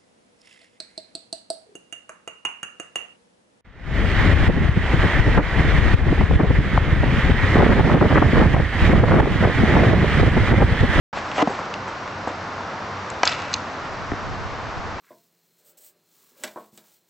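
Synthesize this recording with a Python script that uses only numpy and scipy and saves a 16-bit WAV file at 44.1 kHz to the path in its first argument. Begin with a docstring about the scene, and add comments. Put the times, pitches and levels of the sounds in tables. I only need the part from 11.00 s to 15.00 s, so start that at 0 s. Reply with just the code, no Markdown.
"""Footsteps pass, one shoe scuffing close by; a skateboard knocks, clacks and scrapes; a box thumps.
A skater crosses a fenced backyard, past a camera on the ground. He stamps his board upright on the
concrete patio: blows ring the deck and metal trucks, grit shakes the dragged tail. Then he steps on
to a hollow wooden box. Behind: far traffic and leaves, wind on the microphone, the camera's motor."""
import sys
import numpy as np
from scipy import signal
from scipy.fft import rfft, irfft
from scipy.io import wavfile

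SR = 44100
rng = np.random.default_rng(int(sys.argv[2]) if len(sys.argv) > 2 else 0)


def store_pcm(level_fs):
    """Save levels as 16-bit WAV."""
    pcm = np.round(np.clip(level_fs, -1, 1) * 32767).astype(np.int16)
    wavfile.write(sys.argv[1], SR, np.atleast_2d(pcm).T)


N = 176400
T = np.arange(N) / SR

# friction hiss of sole and cloth: f/Hz, density/dB
HISS_SPECTRUM = [(300, -15), (1200, 2), (2500, 1.5), (4000, -6), (7500, -14.5)]
# wooden deck: f/Hz, level/dB, t60/s
DECK_MODES = [(286, -8, 0.02), (520, -5.5, 0.024), (724, -3, 0.019), (950, 0, 0.021), (1300, 0, 0.029),
              (1630, -1.5, 0.024), (1940, -7, 0.03), (2340, -5, 0.022), (2580, -7.5, 0.017),
              (2990, -6.5, 0.013), (4500, -4.5, 0.0048), (5840, -5.5, .003)]


def from_db(db):
    """Decibels to gain."""
    return 10 ** (np.asarray(db) / 20)


def unit_rms(x):
    """Scale to unit power."""
    return x / np.sqrt(np.mean(x ** 2) + 1e-20)


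def at_peak(x, db):
    """Scale to a peak level."""
    return from_db(db) * x / np.abs(x).max()


def held_gain(points):
    """Gain from (t/s, level/dB) points; ends held."""
    return from_db(np.interp(T, *np.transpose(points)))


def gated_gain(points):
    """Gain from (t/s, level/dB) points; zero outside them."""
    return held_gain(points) * (T >= points[0][0]) * (T <= points[-1][0])


def decay(start_s, t60_s):
    """Sudden onset, exponential fall."""
    return (T >= start_s) * from_db(-60 * np.maximum(T - start_s, 0) / t60_s)


def colour(x, points):
    """Filter by (f/Hz, gain/dB) points."""
    hz, db = np.transpose(points)
    bins_hz = np.arange(N // 2 + 1) * SR / N + 1e-3
    return irfft(rfft(x) * from_db(np.interp(np.log(bins_hz), np.log(hz), db)), N)


def noise(spectrum):
    """Coloured noise of unit power."""
    return unit_rms(colour(rng.standard_normal(N), spectrum))


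def butter(x, edge_hz, kind="low", order=1):
    """Butterworth filter."""
    return signal.sosfilt(signal.butter(order, edge_hz, kind, fs=SR, output="sos"), x)


def mode(x, hz, t60_s):
    """One damped resonance, low-passed at its own pitch."""
    r, w = np.exp(-np.log(1000) / (t60_s * SR)), 2 * np.pi * hz / SR
    ringing = signal.lfilter([1, -r * np.cos(w)], [1, -2 * r * np.cos(w), r * r], x + 1e-18)
    return butter(ringing, hz)


def body(x, modes, vary_db=0):
    """An object's modes, alternating in sign, their levels scattered by vary_db."""
    return sum((-1) ** k * from_db(db + rng.normal(0, vary_db)) * mode(x, hz, t60_s)
               for k, (hz, db, t60_s) in enumerate(modes))


def click(t_s):
    """Unit impulse."""
    return (np.arange(N) == int(t_s * SR)) * 1.


def contact(t_s):
    """Hard contact: a click and a brief crack of crushed grit."""
    crack = rng.standard_normal(N) * decay(t_s, t60_s=0.011)
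    return click(t_s) + from_db(-2.5) * crack / np.linalg.norm(crack)


def traffic_and_leaves():
    """A distant wash, wider in the treble."""
    spectrum = [(25, -20), (45, -13.5), (70, -7.5), (130, -5), (180, -3), (380, -6), (600, -3), (1100, -1),
                (1500, -5), (2100, -11.5), (3300, -20), (4700, -23.5), (6300, -27.5), (7800, -36.5)]  # wash: f/Hz, density/dB
    levels = [(.13, -29.5), (.7, -31), (1.2, -31.5), (2.0, -31), (3.0, -31), (4.0, -32)]  # slow drift: t/s, level/dB
    width = [(60, -32), (110, -28.5), (180, -23.5), (500, -18), (900, -12.5), (1500, -9.5), (2600, -6),
             (4400, -6.5), (7600, -16)]  # stereo width: f/Hz, side minus mid/dB
    side = colour(noise(spectrum), width)
    return (noise(spectrum) + np.array([side, -side])) * held_gain(levels)


def wind(gust_hz=14, gust_db=3.5):
    """Separate rumble at each microphone port, swelling in shared gusts."""
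    spectrum = [(20, -7.5), (45, -0.5), (100, 0.5), (180, -9), (400, -22.5), (1000, -50.5)]  # rumble: f/Hz, density/dB
    levels = [(.13, -46), (.38, -47.5), (.6, -57), (.9, -74), (1.65, -76), (1.8, -61.5), (2.2, -60),
              (2.28, -51), (2.75, -55), (2.9, -39.5), (3.2, -38.5), (3.33, -31.5), (3.55, -40), (3.85, -37),
              (4.0, -45.5)]  # trend under the gusts: t/s, level/dB
    rumble = np.array([noise(spectrum), noise(spectrum)])
    gusts = unit_rms(butter(rng.standard_normal(N), gust_hz, order=2))
    return rumble * held_gain(levels) * from_db(gust_db * gusts)


def motor(rotation_hz=299.45, hum_hz=96, hum_width_hz=12, hum_db=-46.5):
    """Camera motor: an unsteady hum and a steady whine at multiples of the rotation rate."""
    harmonics = [(1, -56.5), (12, -63), (13, -64.5), (14, -64), (15, -61), (16, -63), (17, -63),
                 (18, -63.5), (19, -64.5), (20, -68.5)]  # whine: harmonic number, level/dB
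    hum_t60_s = np.log(1000) / (np.pi * hum_width_hz)
    hum = unit_rms(mode(rng.standard_normal(N), hum_hz, hum_t60_s))
    whine = sum(from_db(db) * np.sqrt(2) * np.sin(2 * np.pi * (k * rotation_hz * T + rng.random()))
                for k, db in harmonics)
    return from_db(hum_db) * hum + whine


def swishes():
    """Trouser legs and soles brush as the legs swing."""
    brushes = [(0.178, 0.018, -34), (0.27, 0.11, -42), (0.371, 0.02, -31.5), (0.422, .003, -30),
               (0.553, 0.051, -39.5), (.655, 0.009, -41), (0.893, 0.023, -43), (1.294, 0.013, -39.5)]  # swells of hiss: centre t/s, half length/s, level/dB
    swing = sum(from_db(db) * np.exp(-((T - t_s) / half_s) ** 2) for t_s, half_s, db in brushes)
    return noise(HISS_SPECTRUM) * swing


def footsteps():
    """Each footfall: a thud, a slap of the sole and a dying crunch of the ground."""
    steps = [(.173, -16, 810, 0.014, -35), (.3803, -13.5, 720, .03, -43), (0.4263, -5.5, 297, .075, -38),
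             (0.4743, -7.5, 229, 0.023, -34), (.4790, -12.5, 302, 0.0078, -41),
             (.4955, -21, 800, 0.014, -26.5), (.591, -17, 1110, .012, -30.5),
             (.880, -19.5, 500, 0.0094, -30.5), (1.274, -12.5, 540, 0.0082, -24)]  # footfalls: t/s, peak/dB, thud f/Hz, thud t60/s, crunch level/dB
    crunch_spectrum = [(100, -14), (250, 0.5), (800, 6.5), (1500, -1.5), (3000, -24.5), (7500, -24)]  # ground: f/Hz, density/dB
    out, crunch = 0, noise(crunch_spectrum)
    for t_s, db, hz, t60_s, crunch_db in steps:
        thud = mode(click(t_s), hz, t60_s)
        slap = from_db(-1.5) * mode(contact(t_s), hz=750, t60_s=0.014)
        blow = butter(thud + slap, 119, "high", order=2)  # a shoe on the ground gives little deep bass
        out = out + at_peak(blow, db) + from_db(crunch_db) * crunch * decay(t_s, t60_s=0.19)
    return out


def twigs():
    """Twigs and grit snap underfoot."""
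    snaps = [(.3160, -19, 2900), (.7405, -13, 2900), (1.078, -20, 1600)]  # breaks: t/s, peak/dB, f/Hz
    return sum(at_peak(mode(contact(t_s), hz, t60_s=0.0027), db) for t_s, db, hz in snaps)


def shoe_rub(slips, hiss_db=-13.5):
    """Slips of the sole ring the shoe; friction adds hiss."""
    levels = [(.35, -47), (.378, -29), (.381, -17), (.402, -16.5), (.416, -18), (.424, -12), (.429, -15.5),
              (.434, -40), (.46, -61)]  # rubbing force: t/s, level/dB
    shoe_modes = [(195, -16, 0.069), (298, -7.5, 0.086), (470, -4, 0.1), (683, -1, 0.031),
                  (780, -1.5, 0.029), (1005, -2.5, 0.052), (1223, -5.5, .03), (1600, -4, 0.011),
                  (2013, -6.5, 0.032), (2900, -3.5, .006)]  # shoe: f/Hz, level/dB, t60/s
    force = gated_gain(levels)
    steady_rms = np.std(body(slips, shoe_modes, vary_db=2.5))
    ringing = body(slips * force, shoe_modes, vary_db=0.5) / steady_rms
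    return ringing + from_db(hiss_db) * noise(HISS_SPECTRUM) * force


def scuff(slips_per_s=560, jitter=0.22, spread_db=2.5, wide_above_hz=1200, side_db=-11):
    """The near sole judders over the ground in uneven slips; the treble differs left and right."""
    slip_times_s = np.cumsum(np.exp(jitter * rng.standard_normal(4000))) / slips_per_s
    slips = np.diff(np.searchsorted(slip_times_s, T), prepend=0)
    strength = from_db(spread_db * rng.standard_normal(N))
    side = from_db(side_db) * shoe_rub(butter(rng.standard_normal(N), wide_above_hz, "high"))
    return shoe_rub(slips * strength) + np.array([side, -side])


def box():
    """Heel and toe thump on the hollow wooden box."""
    landings = [(3.1174, -14.5), (3.1348, -21)]  # heel, toe: t/s, peak/dB
    box_modes = [(101, -12, 0.14), (170, -8.5, 0.044), (283, -2, 0.048), (400, -6.5, .055), (673, -5, .025),
                 (1350, -10, .03), (1850, -5, 0.012)]  # box: f/Hz, level/dB, t60/s
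    return sum(at_peak(body(click(t_s), box_modes), db) for t_s, db in landings)


def grains(per_s=3000, spread_db=4.5):
    """Random tiny impulses of uneven size."""
    hits = (rng.random(N) < per_s / SR) * rng.choice([-1, 1], N)
    return hits * from_db(spread_db * np.minimum(rng.exponential(1, N), 4))


def tail_scrape(rasp_db=1, rasp_exponent=1.36, side_db=-14):
    """Concrete grains shake the dragged tail and rasp, brighter under more pressure."""
    levels = [(2.236, -27), (2.256, -30.5), (2.268, -25.5), (2.285, -27.5), (2.32, -28), (2.35, -34.5),
              (2.42, -35.5), (2.47, -41), (2.53, -35.5), (2.62, -53)]  # pressure on the tail: t/s, level/dB
    rasp_spectrum = [(300, -22), (1000, -5), (2200, -1), (3600, -2), (5500, -9.5), (7500, -15.5)]  # concrete: f/Hz, density/dB
    pressure = gated_gain(levels)
    rasp_gain = from_db(rasp_db) * pressure.max() * (pressure / pressure.max()) ** rasp_exponent
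    layers = []
    for _ in range(2):
        grit = grains()
        wood = unit_rms(body(np.diff(grit, prepend=0), DECK_MODES[:-2]))
        rasp = unit_rms(colour(grit, rasp_spectrum))
        layers.append(wood * pressure + rasp * rasp_gain)
    mid, side = layers
    return mid + from_db(side_db) * np.array([side, -side])


def truck_clacks(strike_q=2.13):
    """Loose trucks and grit click; each strike favours the metal's modes near its own band."""
    strikes = [(2.1018, -22, 7200), (2.2536, -11, 6300), (2.2748, -3, 3900), (2.2908, -25, 5500),
               (2.297, -19, 8500), (2.319, -18.5, 2700), (2.325, -17.5, 3600), (2.531, -21, 4700),
               (2.5388, -8.5, 4740), (2.5400, -10.5, 6000), (2.5410, -17, 2300), (2.563, -29, 7000)]  # clacks: t/s, peak/dB, band centre f/Hz
    truck_modes = [(2370, -7, .016), (2900, -3, .014), (3490, -2, 0.017), (4110, -0.5, 0.017),
                   (4500, -5, 0.016), (4980, -5, 0.011), (5420, -4.5, .009), (6360, -5, 0.0087),
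                   (7400, -5, 0.0055)]  # metal: f/Hz, level/dB, t60/s
    out = 0
    for t_s, db, hz in strikes:
        b, a = signal.iirpeak(hz, strike_q, fs=SR)
        strike = signal.lfilter(b, a, signal.lfilter(b, a, contact(t_s)))
        out = out + at_peak(body(strike, truck_modes, vary_db=5), db)
    return out


def deck_knocks():
    """The tail hits concrete; each band-limited blow rings the deck."""
    blows = [(2.2327, 3, 150, 8000), (2.2356, -9, 800, 3500), (2.2665, -12.5, 600, 2200),
             (2.2700, -8, 1100, 2500)]  # knocks: t/s, peak/dB, low edge f/Hz, high edge f/Hz
    out = 0
    for t_s, db, low_hz, high_hz in blows:
        blow = butter(contact(t_s), [low_hz, high_hz], "band")
        out = out + at_peak(body(blow, DECK_MODES, vary_db=1), db)
    return out


def yard(x, cutoff_hz=4000, tail_t60_s=0.52, tail_db=-14.5):
    """Two dull echoes and a short diffuse tail, partly shared by left and right."""
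    reflections = [(.009, -20), (.043, -22)]  # house and fence: delay/s, level/dB
    dull = butter(x, cutoff_hz)
    echoes = sum(from_db(db) * np.interp(T - delay_s, T, dull, left=0) for delay_s, db in reflections)
    tails = rng.standard_normal((2, N)) * decay(0, tail_t60_s)
    tails = tails + tails.mean(axis=0)
    tails /= np.linalg.norm(tails, axis=1, keepdims=True)
    return echoes + from_db(tail_db) * signal.fftconvolve(dull[None], tails, axes=1)[:, :N]


def scene():
    """Stereo mix; only the knocks and clacks ring out in the yard."""
    board = deck_knocks() + truck_clacks()
    background = traffic_and_leaves() + wind() + motor()
    skater = footsteps() + twigs() + scuff() + swishes() + box()
    return background + skater + board + tail_scrape() + yard(board)


def record(dry):
    """The camera starts, rounds the peaks, turns down after loud sounds and cuts the treble."""
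    start_s, fade_s, ceiling, cutoff_hz = 0.128, 0.0026, 0.88, 7980
    threshold_db, cut_share, window_s, release_db_per_s = -17, 0.66, 0.014, 64
    x = dry * np.clip((T - start_s) / fade_s, 0, 1)
    x = ceiling * np.tanh(x / ceiling)
    pole = np.exp(-1 / (window_s * SR))
    power = signal.lfilter([1 - pole], [1, -pole], x.mean(axis=0) ** 2)
    target_cut_db = cut_share * np.maximum(10 * np.log10(power + 1e-12) - threshold_db, 0)
    release_db = release_db_per_s * T
    cut_db = np.maximum.accumulate(target_cut_db + release_db) - release_db
    low_pass = signal.firwin(601, cutoff_hz, window="blackman", fs=SR)
    return signal.fftconvolve(x * from_db(-cut_db), low_pass[None], mode="same", axes=1)


dry = scene()
out = record(dry)
store_pcm(out)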